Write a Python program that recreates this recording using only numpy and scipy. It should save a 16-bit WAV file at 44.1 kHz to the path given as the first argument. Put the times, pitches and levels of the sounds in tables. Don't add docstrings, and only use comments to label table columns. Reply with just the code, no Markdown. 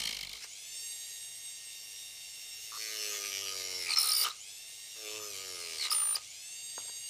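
import sys
import numpy as np
from scipy import signal
from scipy.fft import rfft, irfft, next_fast_len
from scipy.io import wavfile
from scipy.ndimage import map_coordinates

SR = 44100
rng = np.random.default_rng(int(sys.argv[2]) if len(sys.argv) > 2 else 0)


def magnitude_from_level(level_db):
    exponent = np.asarray(level_db, float) / 20
    return 10 ** exponent


def unload_audio(sound):
    columns = np.transpose(np.atleast_2d(sound))
    steps = np.round(np.clip(columns, -1, 1) * 32767)
    wavfile.write(sys.argv[1], SR, steps.astype(np.int16))


N = 312669

# start_s, turns_hz
IDLE = [
    (1.05, 112.8),
    (1.5, 111.7),
    (2.35, 110.6),
    (4.9, 112.7),
    (6.5, 113.3),
    (7.09, 113),
]
SPIN_UP_S = .125
BALLS_PER_TURN, RIPPLE_HZ, TEETH = 8.3, 50.5, 59.6

# start_s, turns_hz, grip_db on the box, pressure_db of the rim
BOUNCING = [(0, 54.7, -59, -42), (.1, 55, -60, -41.5), (.16, 49.9, -64, -47.5), (.27, 46.6, -67, -61),
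            (.29, 46.3, -71, -69), (.35, 50.5, -63.5, -52), (.4, 61, -74, -59)]
SLIDING_OUT = [
    (.42, 66.6, -72, -47.5),
    (.444, 73.6, -64, -42),
    (.48, 84, -77, -68),
]
SKIMMING = [
    (2.35, 110.7, -80, -84),
    (2.62, 111.1, -79.5, -53),
    (2.75, 108.7, -75, -47),
]
FIRST_SAWING = [(2.8, 109.3, -65.5, -42.5), (2.95, 107.4, -60.5, -40), (3.1, 104.2, -57, -37.5),
                (3.22, 101.3, -57, -41), (3.32, 98.5, -59, -40.5), (3.43, 98.7, -57, -42.5),
                (3.55, 94.54, -57, -41), (3.78, 91.97, -57, -41), (3.85, 86.6, -61, -40)]
FIRST_BINDING = [(3.9, 79.6, -45, -38), (3.94, 76.2, -50, -33.5), (3.952, 74.53, -52, -44),
                 (3.98, 73.24, -49, -36), (4.05, 67.74, -47, -36), (4.16, 61.48, -51.5, -41),
                 (4.23, 58.9, -45.5, -32.5), (4.275, 61.2, -39.5, -38), (4.33, 74.9, -69, -59)]
SECOND_SAWING = [(4.93, 112.3, -92, -64), (4.966, 111.8, -64.5, -54), (5.056, 106.1, -56.5, -46),
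                 (5.17, 107.9, -54.5, -48), (5.28, 103.1, -57.5, -50.5), (5.35, 96.17, -59, -44),
                 (5.47, 94.43, -57.5, -45.5), (5.68, 82.65, -59, -43.5), (5.77, 79.27, -60.5, -43.5)]
SECOND_BINDING = [(5.846, 68.53, -49.5, -34.5), (5.894, 63.58, -49.5, -49.5), (5.922, 60.4, -47.5, -39),
                  (5.99, 57, -50, -45.5), (6.14, 52.66, -53.5, -57), (6.158, 53.28, -46.5, -44),
                  (6.175, 56.3, -45, -41.5), (6.2, 62.5, -61, -72)]
# thump_db over grip, tooth_db over pressure, bite sharpness, extra sharpness per dB of lighter touch
BOUNCE, SAW, BIND = (-3, -7, 1, 0), (2.5, -5, 0.7, 0.07), (-15, -8, 0.5, 0.08)
SLIDE = (-8, -22, .2, 0)
FIRM_DB = -38.5
FULL_LOAD_HZ = 28

# multiple, level_db, casing face (0 front, 1 and 2 sides)
WHINE = [(2, -65.5, 0), (3, -58, 0), (4, -55, 0), (5, -58, 1), (6, -55, 2), (7, -54.5, 1), (8, -55.5, 1),
         (9, -52, 1), (10, -59, 0), (11, -68, 0), (12, -62, 1), (13, -62, 0), (14, -65.5, 2),
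         (15, -68.5, 2), (16, -76, 2)]
# pitch_hz, width_hz, level_db
CASING = [(2500, 490, 8), (3280, 200, 6), (4200, 430, 6), (5200, 280, 8), (6000, 250, 7), (6980, 190, 12),
          (8450, 400, 18), (11200, 400, 6)]
OFF_PEAK_DB = -1.5
# time_s, nearness_db, turned_db (side face towards the listener)
HAND = [(.45, -3.5, 5), (.62, -2, 0.5), (.8, 5.5, 0.5), (1.05, 1.5, 2.5), (1.25, -3, 3), (1.55, -2.5, 1.5),
        (1.85, 0, -3), (2.3, -0.5, -2), (2.7, 2, -5), (3.2, 2, -1), (3.8, -2, -3.5), (4.4, -2.5, 1),
        (4.9, -2.5, -2.5), (5.3, 1.5, -4.5), (5.75, 4.5, -3.5), (6.4, -1.5, -0.5), (6.8, -0.8, 8),
        (7.09, -1, 5.5)]
FRONT_DB, FRONT_FOLLOWS, FRONT_TURNS = -0.6, 0.3, -0.063
# multiple, start_s, end_s, gain_db
FINGERS = [(5, 0.84, 1.7, -2.5), (2, 1.06, 1.3, 3.5), (12, .75, 1.55, 3.5), (9, 1.2, 1.6, 3.5),
           (8, 1.2, 1.84, -2), (7, 1.14, 1.6, -1.5), (14, 1.8, 2.8, -6), (4, 1.92, 2.17, 4.5),
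           (3, 2, 2.1, 3), (11, 1.8, 2.5, 4), (13, .75, 1.5, 3), (14, 4.6, 6.2, -8), (8, 6.65, 7.2, -5.5),
           (6, 6.5, 7.2, -6), (5, 6.8, 7.0, 3.5), (12, 6.5, 7.0, -5), (10, 6.6, 7.2, -4),
           (15, .75, 1.25, 2.5)]
FINGER_RAMP_S = 0.087
STALL_HZ, STALL_RANGE_HZ, STALL_DB, STALL_TOP_OVERTONE = 106, 36, -12, 13
# pitch_hz, level_db per Hz
BRUSH_HISS = [(710, -53), (1200, -28), (1680, -53), (2150, -7.5), (2560, -9.5), (2790, -4), (4130, -5),
              (7000, -4), (8800, -8.5), (14400, -22.5), (15300, -16), (16000, -62)]
HISS_DB, HISS_FOLLOWS, LOAD_HISS_DB = -51.5, 0.19, 10

# pitch_hz, width_hz, level_db
HOLLOW = [(405.6, 86, 5.5), (618, 185, -1)]
# pitch_hz, width_hz, level_db
WALLS = [(1248, 34, 11), (840, 340, -3), (1540, 200, -4.5), (2180, 400, -21), (2900, 110, 0.5)]
# pitch_hz, width_hz, level_db
SCRAPE = [(1330, 290, -21), (2196, 470, -3), (2947, 130, -1), (4000, 760, -2.5), (5590, 1050, -1),
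          (8400, 2260, -5.5)]
# start_s, end_s, gain_db
SINGING = [(2.75, 3.1, -3), (4.97, 5.19, -1), (5.331, 5.47, -5), (3.3, 3.461, 1), (3.502, 3.8, -1.5),
           (3.871, 3.952, 3), (4.016, 4.1, 4), (5.19, 5.324, 6.5), (5.481, 5.583, 4.5), (5.63, 5.79, -3),
           (5.791, 5.884, 5.5)]
SING_RAMP_S = 0.021

# start_s, end_s, pitch_hz, width_hz, level_db
CHATTER = [
    (3.868, 3.94, 2340, 169, -42.5),
    (3.964, 4.0, 2310, 200, -46),
]
RASP = [(.004, .175, 3080, 100, -50), (2.76, 2.95, 4400, 70.5, -50.5), (2.72, 2.78, 1176, 129.8, -51.5),
        (3.987, 4.16, 14200, 240, -41.5), (3.745, 3.84, 5380, 93.3, -42.5),
        (3.895, 3.945, 4380, 250.1, -43), (3.9, 3.945, 8530, 290, -45), (3.964, 4.13, 4200, 276, -39.5),
        (3.987, 4.225, 9470, 559.6, -36), (4.04, 4.25, 5350, 214.5, -42.5),
        (4.252, 4.263, 3058, 199.9, -35), (5.8, 5.88, 2178, 143.8, -45.5), (5.915, 5.945, 5200, 191, -37),
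        (5.915, 5.95, 9214, 149.9, -38)]
SQUEAL = [(3.45, 3.8, 5810, 59, -56), (3.968, 3.995, 1261, 59, -41), (4.038, 4.15, 1261, 61, -44),
          (4.19, 4.23, 1261, 65.4, -52), (1.2, 1.9, 5600, 40, -64), (3.62, 3.8, 4744, 92, -53),
          (3.35, 3.43, 4850, 80, -52), (3.6, 3.76, 2150, 107.1, -53), (4.11, 4.243, 4780, 163, -34.5),
          (4.165, 4.228, 9520, 400, -38), (4.228, 4.25, 9600, 401, -38), (4.168, 4.245, 14200, 250, -35),
          (4.247, 4.283, 1400, 90, -45), (4.299, 4.308, 3950, 220, -47), (4.305, 4.316, 1250, 90, -53),
          (5.908, 5.95, 10080, 580, -39.5), (5.907, 6.17, 11930, 5600, -51.5),
          (5.945, 6.15, 14600, 70, -48), (5.912, 5.945, 14460, 120, -40), (5.915, 5.945, 8200, 120, -44),
          (5.915, 5.945, 13300, 118, -50), (5.922, 5.935, 10140, 150, -39), (5.95, 6.15, 10390, 90, -56),
          (5.95, 6.16, 8070, 200, -56), (6.148, 6.165, 14000, 400, -47), (5.907, 6.17, 15200, 900, -54),
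          (3.97, 4.3, 14000, 900, -54), (5.07, 5.28, 7080, 90, -52), (5.33, 5.51, 7080, 79, -55),
          (5.58, 5.79, 6300, 120, -62), (3.0, 3.07, 7700, 120, -53), (3.1, 3.17, 6800, 130, -47),
          (4.245, 4.285, 1870, 1440, -49), (3.46, 3.62, 4744, 54.3, -46.5)]
MORE_SQUEALS = [(2.88, 3.08, 1230, 60, -63.5), (3.11, 3.17, 1240, 35, -58), (3.19, 3.33, 1230, 46, -57.5),
                (3.42, 3.56, 1240, 49.74, -56), (5.2, 5.29, 1240, 45, -57), (5.35, 5.48, 1235, 40, -68),
                (3.13, 3.2, 2150, 84.4, -52), (3.02, 3.1, 4320, 110, -50), (0.86, 1.16, 3900, 130, -60),
                (6.69, 6.9, 3600, 150, -61), (3.56, 3.83, 6900, 90, -55), (3.74, 3.87, 5100, 90, -53),
                (2.97, 3.09, 5300, 130, -46.5), (5.85, 5.9, 1240, 61.7, -54)]
WHISTLE = [
    (5.948, 6.148, 9206, 25, -30.5),
    (6.14, 6.158, 9140, 60, -40),
    (6.153, 6.163, 4950, 237, -39),
    (6.152, 6.168, 9960, 300.4, -43),
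]
CHATTER_THROB, RASP_THROB, SQUEAL_THROB, WHISTLE_THROB = 2.5, 0.89, 0.13, 0.14
RING_FADE_DB_PER_S = 5

# start_s, end_s, pitch_hz, width_hz, level_db
KNOCKS = [(2.77, 2.9, 6000, 561, -48.5), (2.92, 3.08, 5600, 900, -46.5), (2.77, 3.0, 3950, 648.1, -51),
          (5.06, 5.2, 4290, 500, -55), (5.24, 5.38, 11200, 463, -61), (3.077, 3.258, 6000, 416.7, -48),
          (3.316, 3.45, 5670, 648.1, -41.5), (3.459, 3.75, 5540, 489.8, -50.5),
          (2.784, 2.968, 2250, 380, -51), (2.899, 3.2, 2800, 600, -50), (2.979, 3.1, 2200, 450, -62),
          (3.217, 3.307, 2400, 790, -52), (3.298, 3.518, 2900, 597, -46), (3.304, 3.4, 2400, 500, -47),
          (3.453, 3.56, 2500, 757.6, -53), (5.04, 5.21, 2820, 800, -48.5), (5.33, 5.47, 2700, 555.6, -54),
          (5.63, 5.79, 2766, 556, -52.5)]
# time_s, peak_db
BOUNCES = [(0.0014, -26), (0.0177, -26), (0.0357, -27), (0.0541, -23), (0.0729, -23), (0.092, -27),
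           (0.1086, -28), (0.127, -28), (0.1473, -30), (0.1689, -27), (0.19, -27), (0.2103, -26.5),
           (0.2308, -26.5), (0.2495, -31), (0.2707, -30), (0.2941, -32), (0.3141, -37), (0.3315, -29.5),
           (0.352, -37), (0.369, -35)]
# pitch_hz, width_hz, level_db
BOUNCE_RING = [(3190, 250, 1), (4170, 690, 2), (4900, 750, -8.5), (6350, 500, -16), (9130, 400, -7),
               (12000, 3000, -16), (168, 85, -10)]
# time_s, peak_db, pitch_hz
SNAGS = [(3.8935, -31, 4430), (3.9053, -26, 4530), (3.9178, -24, 4340), (3.937, -21, 4170),
         (3.9593, -23, 5340), (3.9721, -17.5, 5390), (3.9833, -13.5, 5290), (3.9962, -21, 5300),
         (4.0091, -19.5, 5313), (4.0307, -23, 5300), (4.0942, -22.5, 5200), (4.119, -20, 5383),
         (4.149, -24, 5293), (4.1636, -23, 5200), (4.2142, -20.5, 4680), (4.307, -32, 3940),
         (5.7857, -34, 4640), (5.8003, -30, 4397), (5.8139, -25, 4400), (5.827, -30, 4248),
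         (5.8425, -29, 4050), (5.8601, -28, 3900), (5.874, -32, 4000), (5.9055, -23, 4950),
         (5.9254, -19.5, 5130), (6.156, -20, 4930)]
# time_s, peak_db
SLAPS = [(4.2455, -25.5), (4.2623, -25), (4.278, -30), (5.915, -25), (5.931, -27), (5.948, -27.5),
         (5.965, -40), (5.982, -36), (6.002, -31), (6.022, -32), (6.082, -48), (6.102, -39), (6.123, -36.5)]
# pitch_hz, width_hz, level_db
SLAP_RING = [(1240, 68, 5), (2900, 290, -9), (3620, 540, -9.5)]

# time_s, peak_db, pitch_hz, contact_ms
TAPS = [(0.413, -51, 1590, 9), (0.443, -44, 1270, 8.2), (2.373, -62, 1436, 9.2), (2.47, -66, 1440, 40),
        (2.58, -66, 1400, 40), (2.722, -55, 1210, 9), (6.779, -33.5, 1000, 1.6), (6.786, -47.5, 1200, 9),
        (6.845, -53, 701, 19), (6.88, -53, 999, 7.7), (6.893, -45.5, 950, 4)]
TAP_CUT_HZ = 1750
# start_s, end_s, first_db, last_db
SHAKES = [
    (-.2, 0.452, -48, -61.5),
    (3.146, 3.994, -63.5, -60.5),
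    (5.053, 5.902, -60.5, -65.5),
    (6.72, 6.948, -65, -60),
]
SHAKE_RAMP_S, IDLE_SHAKE_DB = 0.1, -84.5

# pitch_hz, level_db per Hz
ROOM = [(15, -36), (25, -14), (141, -1.5), (174, -13), (291, -8), (393, -12), (429, -0.5), (512, -11),
        (728, -1.5), (933, -12), (1700, -10), (2210, -55), (3740, -120)]
ROOM_DB = -71.5
# pitch_hz, level_db
HUM = [
    (48.4, -83.5),
    (102.3, -84),
    (150.7, -89),
]
TAIL_T60_S, TAIL_DB, TAIL_CUT_HZ = 0.23, -14, 3200
TOP_HZ = 16300


def rms_one(x):
    return x / np.sqrt(np.mean(np.abs(x) ** 2) + 1e-20)


def in_time(rows):
    s, *columns = np.transpose(rows)
    return [np.interp(np.arange(N) / SR, s, c) for c in columns]


def ramped(t, start, end, ramp):
    return np.clip(np.minimum(t - start, end - t) / ramp, 0, 1)


def drift(rate):
    r = np.exp(-128 * np.pi * rate / SR)
    slow = signal.lfilter([1], [1, -2 * r, r * r], rng.standard_normal(N // 64 + 1502))[1500:]
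    return np.interp(np.arange(N) / 64, np.arange(len(slow)), rms_one(slow))


def resonate(x, modes):
    out = 0
    for k, (hz, width, db) in enumerate(modes):
        r = np.exp(-np.pi * max(width, 4) / SR)
        poles = [1, -2 * r * np.cos(2 * np.pi * hz / SR), r * r]
        ring = signal.lfilter([(1 - r * r) / 2, 0, (r * r - 1) / 2], poles, x + 1e-18)
        out = out + (-1) ** k * magnitude_from_level(db) * ring
    return out


def high_pass(x, hz):
    return signal.sosfilt(signal.butter(3, hz, "high", fs=SR, output="sos"), x)


def coloured(spectrum):
    size = next_fast_len(N)
    hz, db = np.transpose(spectrum)
    gain = magnitude_from_level(np.interp(np.log(np.fft.rfftfreq(size, 1 / SR) + 1), np.log(hz), db))
    return rms_one(irfft(rfft(rng.standard_normal(size)) * gain, size)[:N])


def once_a_turn(turns, rough_db):
    passed = np.diff(np.floor(turns), prepend=np.floor(turns[0]))
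    return passed * magnitude_from_level(rough_db * rng.standard_normal(N))


def bite(turns, sharpness):
    even_power = (1 + 17.9 * sharpness ** 2 / (1 + sharpness)) ** 0.31
    return np.exp(sharpness * (np.cos(2 * np.pi * turns) - 1)) * even_power


def rim(turns, lasts):
    around = 700
    worn = (turns - turns[0]) / lasts
    shapes = rng.standard_normal((int(worn[-1]) + 2, around + 1))
    return rms_one(map_coordinates(shapes, [worn, turns % 1 * around], order=1))


def contact():
    t = np.arange(N) / SR
    idle, = in_time(IDLE)
    lost, touching, rows = np.zeros(N), np.zeros(N), []
    spells = [[(BOUNCING, BOUNCE), (SLIDING_OUT, SLIDE)],
              [(SKIMMING, SAW), (FIRST_SAWING, SAW), (FIRST_BINDING, BIND)],
              [(SECOND_SAWING, SAW), (SECOND_BINDING, BIND)]]
    for spell in spells:
        mine = []
        for phase, (thump_db, tooth_db, sharp, sharper) in spell:
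            for s, hz, grip, press in phase:
                sharpness = sharp + sharper * (FIRM_DB - press)
                mine.append((s, hz, grip + thump_db, grip, press, press + tooth_db, sharpness))
        start, end = mine[0][0], mine[-1][0]
        already = start < .1
        held = (idle - in_time(mine)[0]) * np.exp(-np.maximum(t - end, 0) / SPIN_UP_S)
        lost = np.where((t >= start) | already, held, lost)
        touching += ramped(t, start - already, end, .015)
        rows += mine
    return idle - lost, lost, touching, in_time(rows)[1:]


def motor(turns, speed, load):
    near_db, turned_db = in_time(HAND)
    front_db = FRONT_DB + FRONT_FOLLOWS * near_db + FRONT_TURNS * turned_db
    faces_db = [front_db, near_db + turned_db, near_db - turned_db]
    slowed = np.clip((STALL_HZ - speed) / STALL_RANGE_HZ, 0, 1)
    ripple = 2 * np.pi * RIPPLE_HZ * np.arange(N) / SR
    sides = [(np.exp(1j * m * ripple[::8]), magnitude_from_level(db))
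             for m, db in zip(np.arange(-4, 3, 2), [-19.0, -2.5, 2.5, -2.5])]
    ball = 2 * np.pi * BALLS_PER_TURN * turns + 0.076 * drift(20.5) + 0.43 * drift(3.2)
    t = np.arange(N)[::64] / SR
    whine = 0
    for n, db, face in WHINE:
        split = 0
        for side, gain in sides:
            split = split + side * gain * magnitude_from_level(3.3 * drift(13)[::8]) * np.exp(2j * np.pi * rng.random())
        split = np.interp(np.arange(N) / 8, np.arange(len(split)), split)
        pitch = n * BALLS_PER_TURN * speed[::64]
        peaks_db = sum(peak * np.exp(-((pitch - hz) / width) ** 2) for hz, width, peak in CASING)
        casing_db = np.sqrt(slowed) * (OFF_PEAK_DB + peaks_db.repeat(64)[:N])
        stall_db = STALL_DB * slowed * np.clip((STALL_TOP_OVERTONE - n) / 7, .5, 1.5)
        held_db = 0 * t
        for m, start, end, gain_db in FINGERS:
            if round(m) == n:
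                held_db = held_db + gain_db * ramped(t, start, end, FINGER_RAMP_S)
        unsteady_db = np.sqrt(slowed) * (3 - 7 * np.abs(drift(12.0)))
        level_db = db + faces_db[round(face)] + stall_db + casing_db + held_db.repeat(64)[:N] + unsteady_db
        whine = whine + magnitude_from_level(level_db - 4.0) * np.real(split * np.exp(1j * n * ball))
    hiss = coloured(BRUSH_HISS) * (1 + .3 * np.cos(2 * ripple)) * magnitude_from_level(.8 * drift(14))
    clicks = once_a_turn(turns, rough_db=1.2)
    wobble = resonate(clicks, [(2132.0, 103, 2.0), (564, 180, -14.5), (1125, 79, -19.5)])
    hiss_db = HISS_DB + HISS_FOLLOWS * near_db + LOAD_HISS_DB * load
    return high_pass(whine, hz=1840) + magnitude_from_level(hiss_db) * (hiss + magnitude_from_level(-15.5) * rms_one(wobble))


def singing():
    t = np.arange(N) / SR
    return sum(db * ramped(t, start, end, SING_RAMP_S) for start, end, db in SINGING)


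def cutting(turns, touching, thump_db, rattle_db, scrape_db, tooth_db, sharpness):
    thump = resonate(once_a_turn(turns, rough_db=1.03), HOLLOW)
    thump = rms_one(high_pass(high_pass(thump, hz=248), hz=243))
    rattle = rms_one(resonate(once_a_turn(turns - .05, rough_db=2.0), WALLS))
    grumble = rms_one(resonate(rng.standard_normal(N), [(486, 92, -0.29), (890, 540, -0.71)]))
    binding = np.clip((88 - np.gradient(turns) * SR) / 18, .1, 1.4)
    edge = rim(turns, lasts=11.)
    loose = rms_one(resonate(edge, WALLS))
    chips = edge + 0.11 * rng.standard_normal(N) * magnitude_from_level(1.0 * drift(67))
    tooth = 2 * np.pi * TEETH * turns + 1.32 * (1 + binding) * drift(160)
    teeth = (np.cos(tooth) + magnitude_from_level(-8.0) * np.cos(2 * tooth)) * magnitude_from_level(2.0 * drift(26))
    pressure = bite(turns, np.clip(sharpness, 0, 12))
    torn = touching * chips * pressure * magnitude_from_level(scrape_db + 5.0)
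    dust = touching * chips * pressure ** 0.57 * magnitude_from_level(scrape_db - 7.5 - 3.5 * binding)
    box = magnitude_from_level(thump_db) * (thump + binding * grumble)
    walls = magnitude_from_level(rattle_db) * (0.76 * rattle + 0.45 * loose * pressure)
    tooth_tone = magnitude_from_level(tooth_db + singing()) * teeth * pressure
    return touching * (box + walls + tooth_tone) + resonate(torn, SCRAPE) + resonate(dust, [(12600, 14000, 0)])


def squeals(turns):
    out = np.zeros(N)
    uneven = drift(25.0)
    waver = 0.73 * np.sin(2 * np.pi * turns) + 0.79 * drift(40.0)
    kinds = [(CHATTER, CHATTER_THROB), (RASP, RASP_THROB), (SQUEAL, SQUEAL_THROB),
             (MORE_SQUEALS, SQUEAL_THROB), (WHISTLE, WHISTLE_THROB)]
    for rows, throb in kinds:
        for start, end, hz, width, db in rows:
            a, b = round((start - .003) * SR), round((end + 0.0033) * SR)
            t = np.arange(a, b) / SR
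            clear = width < 30
            noise = rng.standard_normal(b - a + 4000)
            tone = resonate(resonate(noise, [(hz, width, 0)]), [(hz, 2 * width, 0)])
            tone = signal.hilbert(tone)[4000:] * np.exp(1j * waver[a:b] * clear)
            tone = rms_one(np.real(tone / np.abs(tone) ** (.97 if clear else .88)))
            edges = np.clip((t - t[0]) / .003, 0, 1) * np.clip((t[-1] - t) / .008, 0, 1)
            since = turns[a:b] - turns[round(start * SR)]
            swell = bite(since + 0.11 * uneven[a:b], throb) * magnitude_from_level(1.05 * throb * uneven[::-1][a:b])
            out[a:b] += magnitude_from_level(db - RING_FADE_DB_PER_S * (t - t.mean())) * tone * edges * swell
    return out


def knocks(turns):
    out = np.zeros(N)
    grains = rms_one(once_a_turn(turns, rough_db=1.0)) + 0.12 * rim(turns, lasts=29.8) * bite(turns, 5.6)
    for start, end, hz, width, db in KNOCKS:
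        a, b = round(start * SR), round(end * SR)
        edges = ramped(np.arange(b - a), 0, b - a - 1, .03 * SR)
        ring = resonate(resonate(grains[a:b], [(hz, width, 0)]), [(hz, 2 * width, 0)])
        out[a:b] += magnitude_from_level(db) * edges * rms_one(ring)
    return out


def blows(rows, rise_s, fall_s, trim_db):
    out, t = np.zeros(N + SR), np.arange(SR // 20) / SR
    swell = (1 - np.exp(-(t / rise_s) ** 2)) * np.exp(-t / fall_s)
    for s, db, modes in rows:
        grains = swell * rng.standard_normal(len(t))
        ring = sum(resonate(resonate(grains, [mode]), [(mode[0], 3 * mode[1], 0)]) for mode in modes)
        out[round(s * SR) + np.arange(len(t))] += magnitude_from_level(db + trim_db) * ring / np.max(np.abs(ring))
    return out[:N]


def catches():
    landings = [(max(s - .003, 0), db, BOUNCE_RING) for s, db in BOUNCES]
    clacks = [(s + 0.00102, db, [(2200, 170, 0)]) for s, db in BOUNCES]
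    snags = [(s - .003, db, [(hz, 200, 0)]) for s, db, hz in SNAGS]
    slaps = [(s, db, SLAP_RING) for s, db in SLAPS]
    return (blows(landings, rise_s=0.0058, fall_s=.0021, trim_db=-1.0)
            + blows(clacks, rise_s=0.0034, fall_s=0.0019, trim_db=-11.0)
            + blows(snags, rise_s=0.0042, fall_s=0.0019, trim_db=-1.0)
            + blows(slaps, rise_s=0.00046, fall_s=0.00097, trim_db=-2.5))


def taps():
    out, t = 0, np.arange(2000) / SR
    for s, db, hz, contact_ms in TAPS:
        burst = np.zeros(N)
        burst[round(s * SR) + np.arange(2000)] = rng.standard_normal(2000) * np.exp(-t * 1000 / contact_ms)
        knock = resonate(burst, [(hz, 260, 0), (450, 220, -4), (1500, 350, -5), (330, 150, -16)])
        knock = signal.sosfilt(signal.butter(4, TAP_CUT_HZ, fs=SR, output="sos"), knock)
        out = out + magnitude_from_level(db) * knock / np.max(np.abs(knock))
    return out


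def shake(turns):
    rumble = rms_one(resonate(rng.standard_normal(N), [(55, 76, -13), (122, 89, 5.0)]))
    angle = 2 * np.pi * turns
    throb = np.sin(angle) + 0.42 * np.sin(2 * angle) + 0.15 * np.sin(3 * angle)
    t, size = np.arange(N) / SR, magnitude_from_level(IDLE_SHAKE_DB)
    for start, end, first_db, last_db in SHAKES:
        level = magnitude_from_level(np.interp(t, [start, end], [first_db, last_db]))
        size = size + ramped(t, start, end, SHAKE_RAMP_S) ** 2 * level
    return size * magnitude_from_level(-5.5) * (throb + 0.2 * rumble)


def room_tail(x):
    t = np.arange(SR // 2) / SR
    decay = rng.standard_normal(len(t)) * magnitude_from_level(-60 * t / TAIL_T60_S) * (t > .015)
    decay = signal.sosfilt(signal.butter(1, TAIL_CUT_HZ, fs=SR, output="sos"), decay)
    decay = decay / np.sqrt(np.sum(decay ** 2) * SR / 4 / TAIL_CUT_HZ)
    return magnitude_from_level(TAIL_DB) * signal.fftconvolve(x, decay)[:N]


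def room_tone():
    t = np.arange(N) / SR
    hum = sum(magnitude_from_level(db + 3.5 + 2.3 * drift(1.7)) * np.sin(2 * np.pi * hz * t) for hz, db in HUM)
    return magnitude_from_level(ROOM_DB) * coloured(ROOM) + hum


def scene():
    speed, lost, touching, layers = contact()
    turns = np.cumsum(speed) / SR - .17
    scrape_db = layers[2]
    firmness = np.clip(0.5 + (scrape_db - FIRM_DB) / 20, 0, 1)
    load = touching * np.clip(lost / FULL_LOAD_HZ, 0, 1) * firmness
    near = motor(turns, speed, load) + cutting(turns, touching, *layers) + squeals(turns)
    near = near + knocks(turns) + catches() + taps() + shake(turns)
    heard = near.copy()
    for delay_s, db in [(.0043, -18), (.0091, -21), (.0167, -26)]:
        delay = round(delay_s * SR)
        heard[delay:] += magnitude_from_level(db) * near[:-delay]
    return np.tile(heard + room_tail(near) + room_tone(), (2, 1))


def band_limit(x):
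    return signal.sosfilt(signal.butter(12, 16310, fs=SR, output="sos"), x)


def record(dry):
    mix = signal.sosfilt(signal.cheby2(10, 50, TOP_HZ, fs=SR, output="sos"), dry)
    return band_limit(mix)


dry = scene()
out = record(dry)
unload_audio(out)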